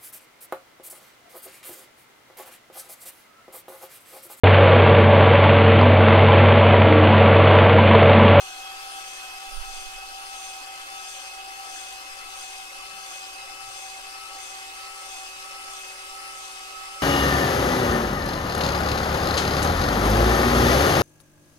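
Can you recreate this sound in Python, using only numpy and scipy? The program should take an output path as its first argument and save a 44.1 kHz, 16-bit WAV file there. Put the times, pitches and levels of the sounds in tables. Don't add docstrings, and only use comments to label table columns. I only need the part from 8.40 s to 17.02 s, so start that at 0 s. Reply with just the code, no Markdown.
import sys
import numpy as np
from scipy import signal
from scipy.fft import rfft, irfft, next_fast_len
from scipy.io import wavfile
from scipy.ndimage import uniform_filter1d

SR = 44100
rng = np.random.default_rng(int(sys.argv[2]) if len(sys.argv) > 2 else 0)


def inscribe(sig):
    pcm = np.round(np.clip(np.atleast_2d(sig).T, -1, 1) * 32767)
    wavfile.write(sys.argv[1], SR, pcm.astype(np.int16))


N = 380141
FFT_SIZE = next_fast_len(N, real=True)
TIME, HZ = np.arange(N) / SR, np.fft.rfftfreq(FFT_SIZE, 1 / SR)


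def amp(db):
    return 10 ** (np.asarray(db) / 20)


def unit_rms(x):
    return x / np.sqrt(np.mean(abs(x) ** 2) + 1e-20)


def over_time(rows):
    times, *columns = np.transpose(rows)
    return np.array([np.interp(TIME, times, c) for c in columns])


def over_pitch(rows, hz):
    freqs, *columns = np.transpose(rows)
    return np.array([np.interp(np.log(hz + 1), np.log(freqs + 1), c) for c in columns])


def drift(rate_hz, order=2):
    times = np.linspace(0, TIME[-1], 8192)
    hz = np.fft.rfftfreq(len(times), times[1])
    slow = irfft(rfft(rng.standard_normal(len(times))) / np.sqrt(1 + (hz / rate_hz) ** (2 * order)))
    return np.interp(TIME, times, unit_rms(slow))


def waver(depth_db, rate_hz):
    return depth_db * np.array([drift(rate_hz), drift(rate_hz)])


def tone(cycles, level_db, lead, flutter, flutter_hz):
    wobble = 1 + flutter * (drift(flutter_hz) + 1j * drift(flutter_hz))
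    wave = unit_rms(np.exp(2j * np.pi * cycles) * wobble)
    return np.sqrt(2) * amp(level_db) * np.array([wave, wave * np.exp(-1j * lead)]).real


# f/Hz, likeness/0-1
LIKENESS = [(30, 0.38), (120, 0.098), (400, 0.99), (800, 0.94), (1800, 0.51), (2600, 0.37), (5000, 0.35),
            (6400, 0.12), (7500, 0.21), (15000, .15)]
# f/Hz, lead/rad
LEFT_LEAD = [(30, 0), (500, .6), (800, 1.2), (1000, 1.8), (1800, 2.7), (2400, 3.7), (3800, 4.2),
             (4200, 7.2), (5000, 7.8), (5400, 10.3), (6400, 14)]
def noise(gain, pressure=1):
    left, other = rfft(rng.standard_normal((2, N)) * pressure, FFT_SIZE)
    same = np.clip(over_pitch(LIKENESS, HZ)[0], 0, 1)
    right = (same * left + np.sqrt(1 - same ** 2) * other) * np.exp(-1j * over_pitch(LEFT_LEAD, HZ)[0])
    return irfft(np.array([left, right]) * gain, FFT_SIZE)[:, :N] * np.sqrt(SR / 2)


def bench_echoes(hz, depth_db, grain_hz=110):
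    grid = np.linspace(0, SR / 2, 4096)
    smoothing = np.exp(-(np.fft.rfftfreq(len(grid), grid[1]) * grain_hz) ** 2)
    ripples = irfft(rfft(rng.standard_normal((2, len(grid)))) * smoothing)
    return np.array([np.interp(hz, grid, unit_rms(amp(depth_db * unit_rms(side)))) for side in ripples])


def resonance(hz, width, left_db, right_db):
    return amp([[left_db], [right_db]]) / (1 + ((HZ - hz) / (0.79 * width)) ** 2)


# t/s, friction rise/dB, slowed motor/(turns/s), recovered motor/(turns/s)
BINDS = [(0.021, 7.5, 128.05, 130.51), (0.687, 8.5, 128.22, 130.46), (1.356, 9, 128.27, 130.4),
         (2.027, 9.5, 128.28, 130.16), (2.708, 10.5, 128.3, 130.1), (3.367, 10.5, 128.17, 130.15),
         (4.026, 10, 128.08, 130.37), (4.711, 9.5, 128.17, 130.37), (5.388, 9.5, 128.39, 130.68),
         (6.044, 9.5, 128.43, 130.79), (6.722, 9.5, 128.39, 130.77), (7.38, 8.5, 128.54, 130.74),
         (8.053, 8, 128.27, 130.5), (8.72, 7, 128.3, 130.5)]
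def motor_speed(slowest_s=.026, pick_up_s=.164, recovered_s=.503):
    start, _, slowed, recovered = np.transpose(BINDS)
    times = np.c_[start + slowest_s, start + pick_up_s, start + recovered_s].ravel()
    speed = np.interp(TIME, times, np.c_[slowed, slowed, recovered].ravel())
    return uniform_filter1d(speed, size=4000, mode="nearest")


def nut_friction(free_db=-4.5, grip_s=0.12, release_s=0.21):
    rises = (db * np.exp(-abs((TIME - t) / np.where(TIME < t, grip_s, release_s)) ** 1.58)
             for t, db, _, _ in BINDS)
    return free_db + sum(rises)


# t/s, left level/dB
POLE_HUM = [(0, -64), (1.5, -64.5), (3, -64.5), (4.5, -64.5), (6, -62.5), (6.9, -62.5), (7.3, -59.5),
            (8, -61), (8.62, -62)]
def pole_hum(turns):
    return tone(3 * turns, over_time(POLE_HUM) + [[1], [-.7]] , 0.59, flutter=0.054, flutter_hz=8.4)


# t/s, base level/dB
MAGNET_TUG = [(0, -47), (.6, -45), (.73, -49.5), (1.05, -44), (1.16, -49.5), (1.3, -45), (2.3, -46.5),
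              (2.88, -46.5), (3.33, -44), (3.66, -49), (3.9, -47.5), (6.2, -48), (6.55, -51), (6.73, -45),
              (7.03, -52.5), (7.26, -46.5), (7.43, -51.5), (8.62, -50)]
def rotor_whine(turns, rattle_db=-9):
    level_db = over_time(MAGNET_TUG) + [[-0.45], [1.34]]
    whine = tone(6 * turns, level_db + waver(.8, rate_hz=9), 1.1, flutter=0.27, flutter_hz=12.7)
    chatter = unit_rms(drift(55, order=1) + 1j * drift(55, order=1))
    rough = unit_rms(uniform_filter1d(chatter, size=130)) * np.exp(2j * np.pi * 6 * turns)
    rattle = np.sqrt(2) * amp(level_db + rattle_db) * np.array([rough, rough * np.exp(-1.1j)]).real
    return whine + rattle


def swells(rows, turn_s=.67, first_bind_s=.02):
    turn, travel = (TIME - first_bind_s) / turn_s, TIME / TIME[-1]
    out = np.zeros((2, N))
    for per_turn, row in enumerate(rows, 1):
        out += [(top + (bottom - top) * travel) * np.cos(2 * np.pi * per_turn * (turn - place))
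                for place, top, bottom in np.reshape(row, (2, -1))]
    return out


# t/s, left base level/dB, right base level/dB
GEAR_TONE = [(0, -57, -49.5), (2.6, -49.5, -52), (4.2, -52, -63.5), (5.6, -52, -54), (6.3, -52.5, -51.4),
             (7.3, -58, -46), (8.62, -57, -42.5)]
GEAR_OCTAVE = [(0, -50, -47), (4, -48.5, -49), (8.62, -52.5, -50.6)]
# t/s, left lead/rad
GEAR_LEAD = [(0, 1.46), (2.8, 2.28), (4.5, 4.07), (5.9, 4.4), (8.62, 3.27)]
# place in the turn/0-1, depth at top of travel/dB, depth at bottom/dB (for left, then for right)
GEAR_SWELLS = [(0.73, 3.5, 7.5, 0.69, 5, 4), (0.13, -5.5, 4, 0.17, 1.1, -2.4),
               (0.18, 3, -2, 0.057, 0.63, -2)]
OCTAVE_SWELLS = [(0.88, -0.5, 2.5, 0.28, 3, 4.5), (0.12, -2, 3.5, 0.13, 0.2, 0.5),
                 (0.056, 0, 2.9, 0.18, -0.5, -0.2)]
def gear_whine(speed, turns):
    extra_speed = speed - speed.mean()
    mesh_lead = over_time(GEAR_LEAD)[0] + extra_speed
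    octave_lead = .1 - (1 + .1 * TIME) * extra_speed
    mesh_db = over_time(GEAR_TONE) + swells(GEAR_SWELLS) + waver(1.2, rate_hz=9.4) + 0.75
    octave_db = over_time(GEAR_OCTAVE) + swells(OCTAVE_SWELLS) + waver(1.3, rate_hz=4.9) - 0.4
    mesh = tone(10 * turns, mesh_db, mesh_lead, flutter=0.19, flutter_hz=28.7)
    octave = tone(20 * turns, octave_db, octave_lead, flutter=0.2, flutter_hz=20.4)
    return mesh + octave


# multiple of the motor speed, left base level/dB, right base level/dB, growth/(dB/s)
OVERTONES = [(1, -80, -79, 0.6), (2, -84, -83, 1.2), (4.17, -70, -67, 0.1), (5, -80, -70, 0.4),
             (7, -63, -65, 0.4), (8, -60, -65, -0.8), (8.75, -65, -67, 0.1), (9, -59, -59, -0.0),
             (11, -65, -66, 0.9), (11.38, -64, -67, -0.6), (12, -60, -64, -0.7), (12.5, -63, -62, -0.4),
             (12.63, -60, -64, -0.3), (14, -62, -63, 0.9), (16, -61, -63, 0.3), (17, -60, -62, 0.4),
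             (19, -59, -63, -0.1), (19.17, -64, -70, -0.4), (21, -59, -69, -0.4), (22, -63, -60, -0.2),
             (23, -55.5, -58.5, -0.3), (25, -58, -63, -0.9), (26, -65, -69, -0.4), (27, -56, -63, -0.7),
             (28, -66, -65, -1.5), (30, -59, -62, 0.4), (33, -58, -64, -0.7), (40, -58, -64, 0.6),
             (42, -63, -74, 0.2), (45, -59, -67, -0.9), (49.58, -64, -66, -0.8), (50, -60, -63, -0.5),
             (54, -65, -70, -1.7), (59, -63, -67, 0.1), (60, -60, -67, 0.4), (63, -59, -74, 0.5),
             (69, -60, -80, 1.2), (72, -57, -76, -0.9), (74, -62, -82, 1.6), (78, -64, -78, -0.4),
             (92, -65, -84, -1.5), (93, -66, -84, -1.5), (99, -67, -85, -0.9)]
def overtones(speed, turns, friction_db, trim_db=-0.7):
    out = np.zeros((2, N))
    for multiple, left_db, right_db, growth in OVERTONES:
        hz = multiple * speed.mean()
        angle = 2 * np.pi * (multiple * turns + rng.random()) + .35 * drift(10)
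        load_db = 1.2 * friction_db * np.exp(-((hz - 6150) / 650) ** 4)
        echoes = bench_echoes(multiple * speed, depth_db=4.2, grain_hz=75)
        left, right = echoes * amp(2.5 * drift(8) + growth * TIME + load_db)
        out[0] += amp(left_db) * unit_rms(left) * np.cos(angle)
        out[1] += amp(right_db) * unit_rms(right) * np.cos(angle - over_pitch(LEFT_LEAD, hz)[0])
    return np.sqrt(2) * amp(trim_db) * out


PULSES = [(5 / 12, .11), (1, .07), (3, .08), (4, .07), (5, .08), (6, .13), (9, .09), (10, .08)]
def contact_pressure(turns, depth=0.94, grit_db=1, grit_hz=250):
    pulses = sum(share * np.cos(2 * np.pi * (k * turns + rng.random())) for k, share in PULSES)
    return unit_rms((1 + depth * pulses) * amp(grit_db * drift(grit_hz)))


def patchy(sound, depth_db):
    spectra = signal.stft(sound, nperseg=512)[2]
    patches = uniform_filter1d(rng.standard_normal(spectra.shape[1:]), size=7, axis=1)
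    patches = uniform_filter1d(patches, size=5, axis=0)
    return signal.istft(spectra * unit_rms(amp(depth_db * unit_rms(patches))), nperseg=512)[1][:, :N]


# f/Hz, left base level/(dB per Hz), right base level/(dB per Hz)
SLIDING = [(220, -100, -102), (314, -94, -87), (485, -86.5, -95.5), (790, -87, -89), (880, -82.5, -83.5),
           (1360, -74, -78.5), (1810, -79.5, -82), (2900, -76.5, -77.5), (3500, -82, -81.5),
           (4800, -77.5, -80.5), (6200, -84.5, -85.5), (9500, -81.5, -91), (10840, -87, -104),
           (15500, -93, -105)]
def hiss(pressure, friction_db, load_share=0.02, trim_db=-1.2):
    colour = amp(over_pitch(SLIDING, HZ) + trim_db) / np.sqrt(1 + (190 / (HZ + 1)) ** 8)
    slide = noise(colour * bench_echoes(HZ, depth_db=2.5), pressure)
    return patchy(slide, depth_db=2.33) * amp(load_share * friction_db)


# f/Hz, width/Hz, left and right base level/(dB per Hz), growth/(dB/s)
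GEARBOX_RINGS = [(305, 21, -84.5, -83, 0.4), (555, 38, -83, -76.5, 0.5), (729, 24, -75.5, -77.5, -1),
                 (1141, 43, -72, -70, 0.5), (1520, 150, -80.5, -80.5, -1.2), (2092, 190, -75.5, -75.5, 0.5),
                 (2770, 380, -80, -86, .7), (3283, 76, -77, -88, -2.5), (5044, 235, -72.5, -108, -0.04),
                 (5280, 240, -78.5, -111, 1), (7400, 230, -85, -100, 2), (9410, 250, -79.5, -110, .5)]
def gear_scrapes(pressure, trim_db=-2):
    out = np.zeros((2, N))
    for *ring, growth in GEARBOX_RINGS:
        fits = unit_rms(amp(2.8 * drift(12)))
        out += noise(resonance(*ring), pressure) * fits * amp(growth * (TIME - TIME.mean()) + trim_db)
    return out


# f/Hz, width/Hz, left and right base level/(dB per Hz)
CHASSIS_RINGS = [(1657, 62, -76.5, -79), (2970, 31, -81, -100), (3446, 190, -76, -84),
                 (4330, 220, -81, -87), (5470, 79, -78, -103), (5960, 170, -76, -80),
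                 (6360, 226, -76, -79.5), (7360, 450, -88, -84), (8130, 120, -97, -91),
                 (8690, 580, -78, -104), (12500, 500, -96, -107)]
def thread_rasp(pressure, friction_db, trim_db=-1):
    colour = np.sqrt(sum(resonance(*ring) ** 2 for ring in CHASSIS_RINGS))
    rub_db = 1.2 * friction_db + .8 * np.minimum(friction_db, 0)
    return noise(colour * bench_echoes(HZ, depth_db=5.0), pressure) * amp(rub_db + trim_db)


# f/Hz, left base level/(dB per Hz), right base level/(dB per Hz)
ROOM_RUMBLE = [(10.1, -87, -67), (30, -86, -74), (54, -82.5, -84), (69.6, -93, -91.5), (148, -99, -94),
               (298, -101, -100), (1000, -115, -115)]
# f/Hz, level/dB
ROOM_HUM = [(199.2, -81), (323, -77.5)]
def room(draught_hz=38):
    colour = amp(over_pitch(ROOM_RUMBLE, HZ))
    deep = 1 / (1 + (HZ / draught_hz) ** 6)
    rumble = noise(colour * np.sqrt(1 - deep)) + noise(colour * np.sqrt(deep)) * draught()
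    return rumble + sum(tone(hz * TIME, db, 0.94, flutter=0.19, flutter_hz=2.6) for hz, db in ROOM_HUM)


# t/s, gain on the deepest rumble/dB, fade/(dB/s)
PUFFS = [(.15, 0, 10), (1.15, 22, 29), (3.75, 4.5, 22)]
def draught(rise_s=0.035, still_air_db=-3):
    puffs = (amp(db - fade * np.maximum(TIME - t, 0)) * np.exp(np.minimum(TIME - t, 0) / rise_s)
             for t, db, fade in PUFFS)
    return np.sqrt(amp(still_air_db) ** 2 + sum(puff ** 2 for puff in puffs))


# t/s, length/s, f/Hz, level/dB
BENCH_BUMPS = [(3.846, 0.11, 165, -71), (4.56, 0.13, 185, -65), (5.296, 0.22, 105, -69)]
def bumps():
    out = np.zeros((2, N))
    for t, length, hz, db in BENCH_BUMPS:
        push = np.exp(-(2 * (TIME - t) / length) ** 2)
        out += push * tone(hz * TIME, db, 0.33, flutter=2.8, flutter_hz=30.2)
    return out


def scene():
    speed, friction_db = motor_speed(), nut_friction()
    turns = np.cumsum(speed + 0.048 * drift(9.8)) / SR
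    tones = pole_hum(turns) + rotor_whine(turns) + gear_whine(speed, turns)
    tones += overtones(speed, turns, friction_db)
    rubbing = hiss(contact_pressure(turns), friction_db) + gear_scrapes(contact_pressure(turns))
    rubbing += thread_rasp(contact_pressure(turns), friction_db)
    return tones + rubbing + room() + bumps()


def record(dry, cutoff_hz=15740):
    lowpass = signal.firwin(1023, cutoff_hz, window=("kaiser", 9), fs=SR)
    return signal.oaconvolve(dry, lowpass[None], "same")


dry = scene()
out = record(dry)
inscribe(out)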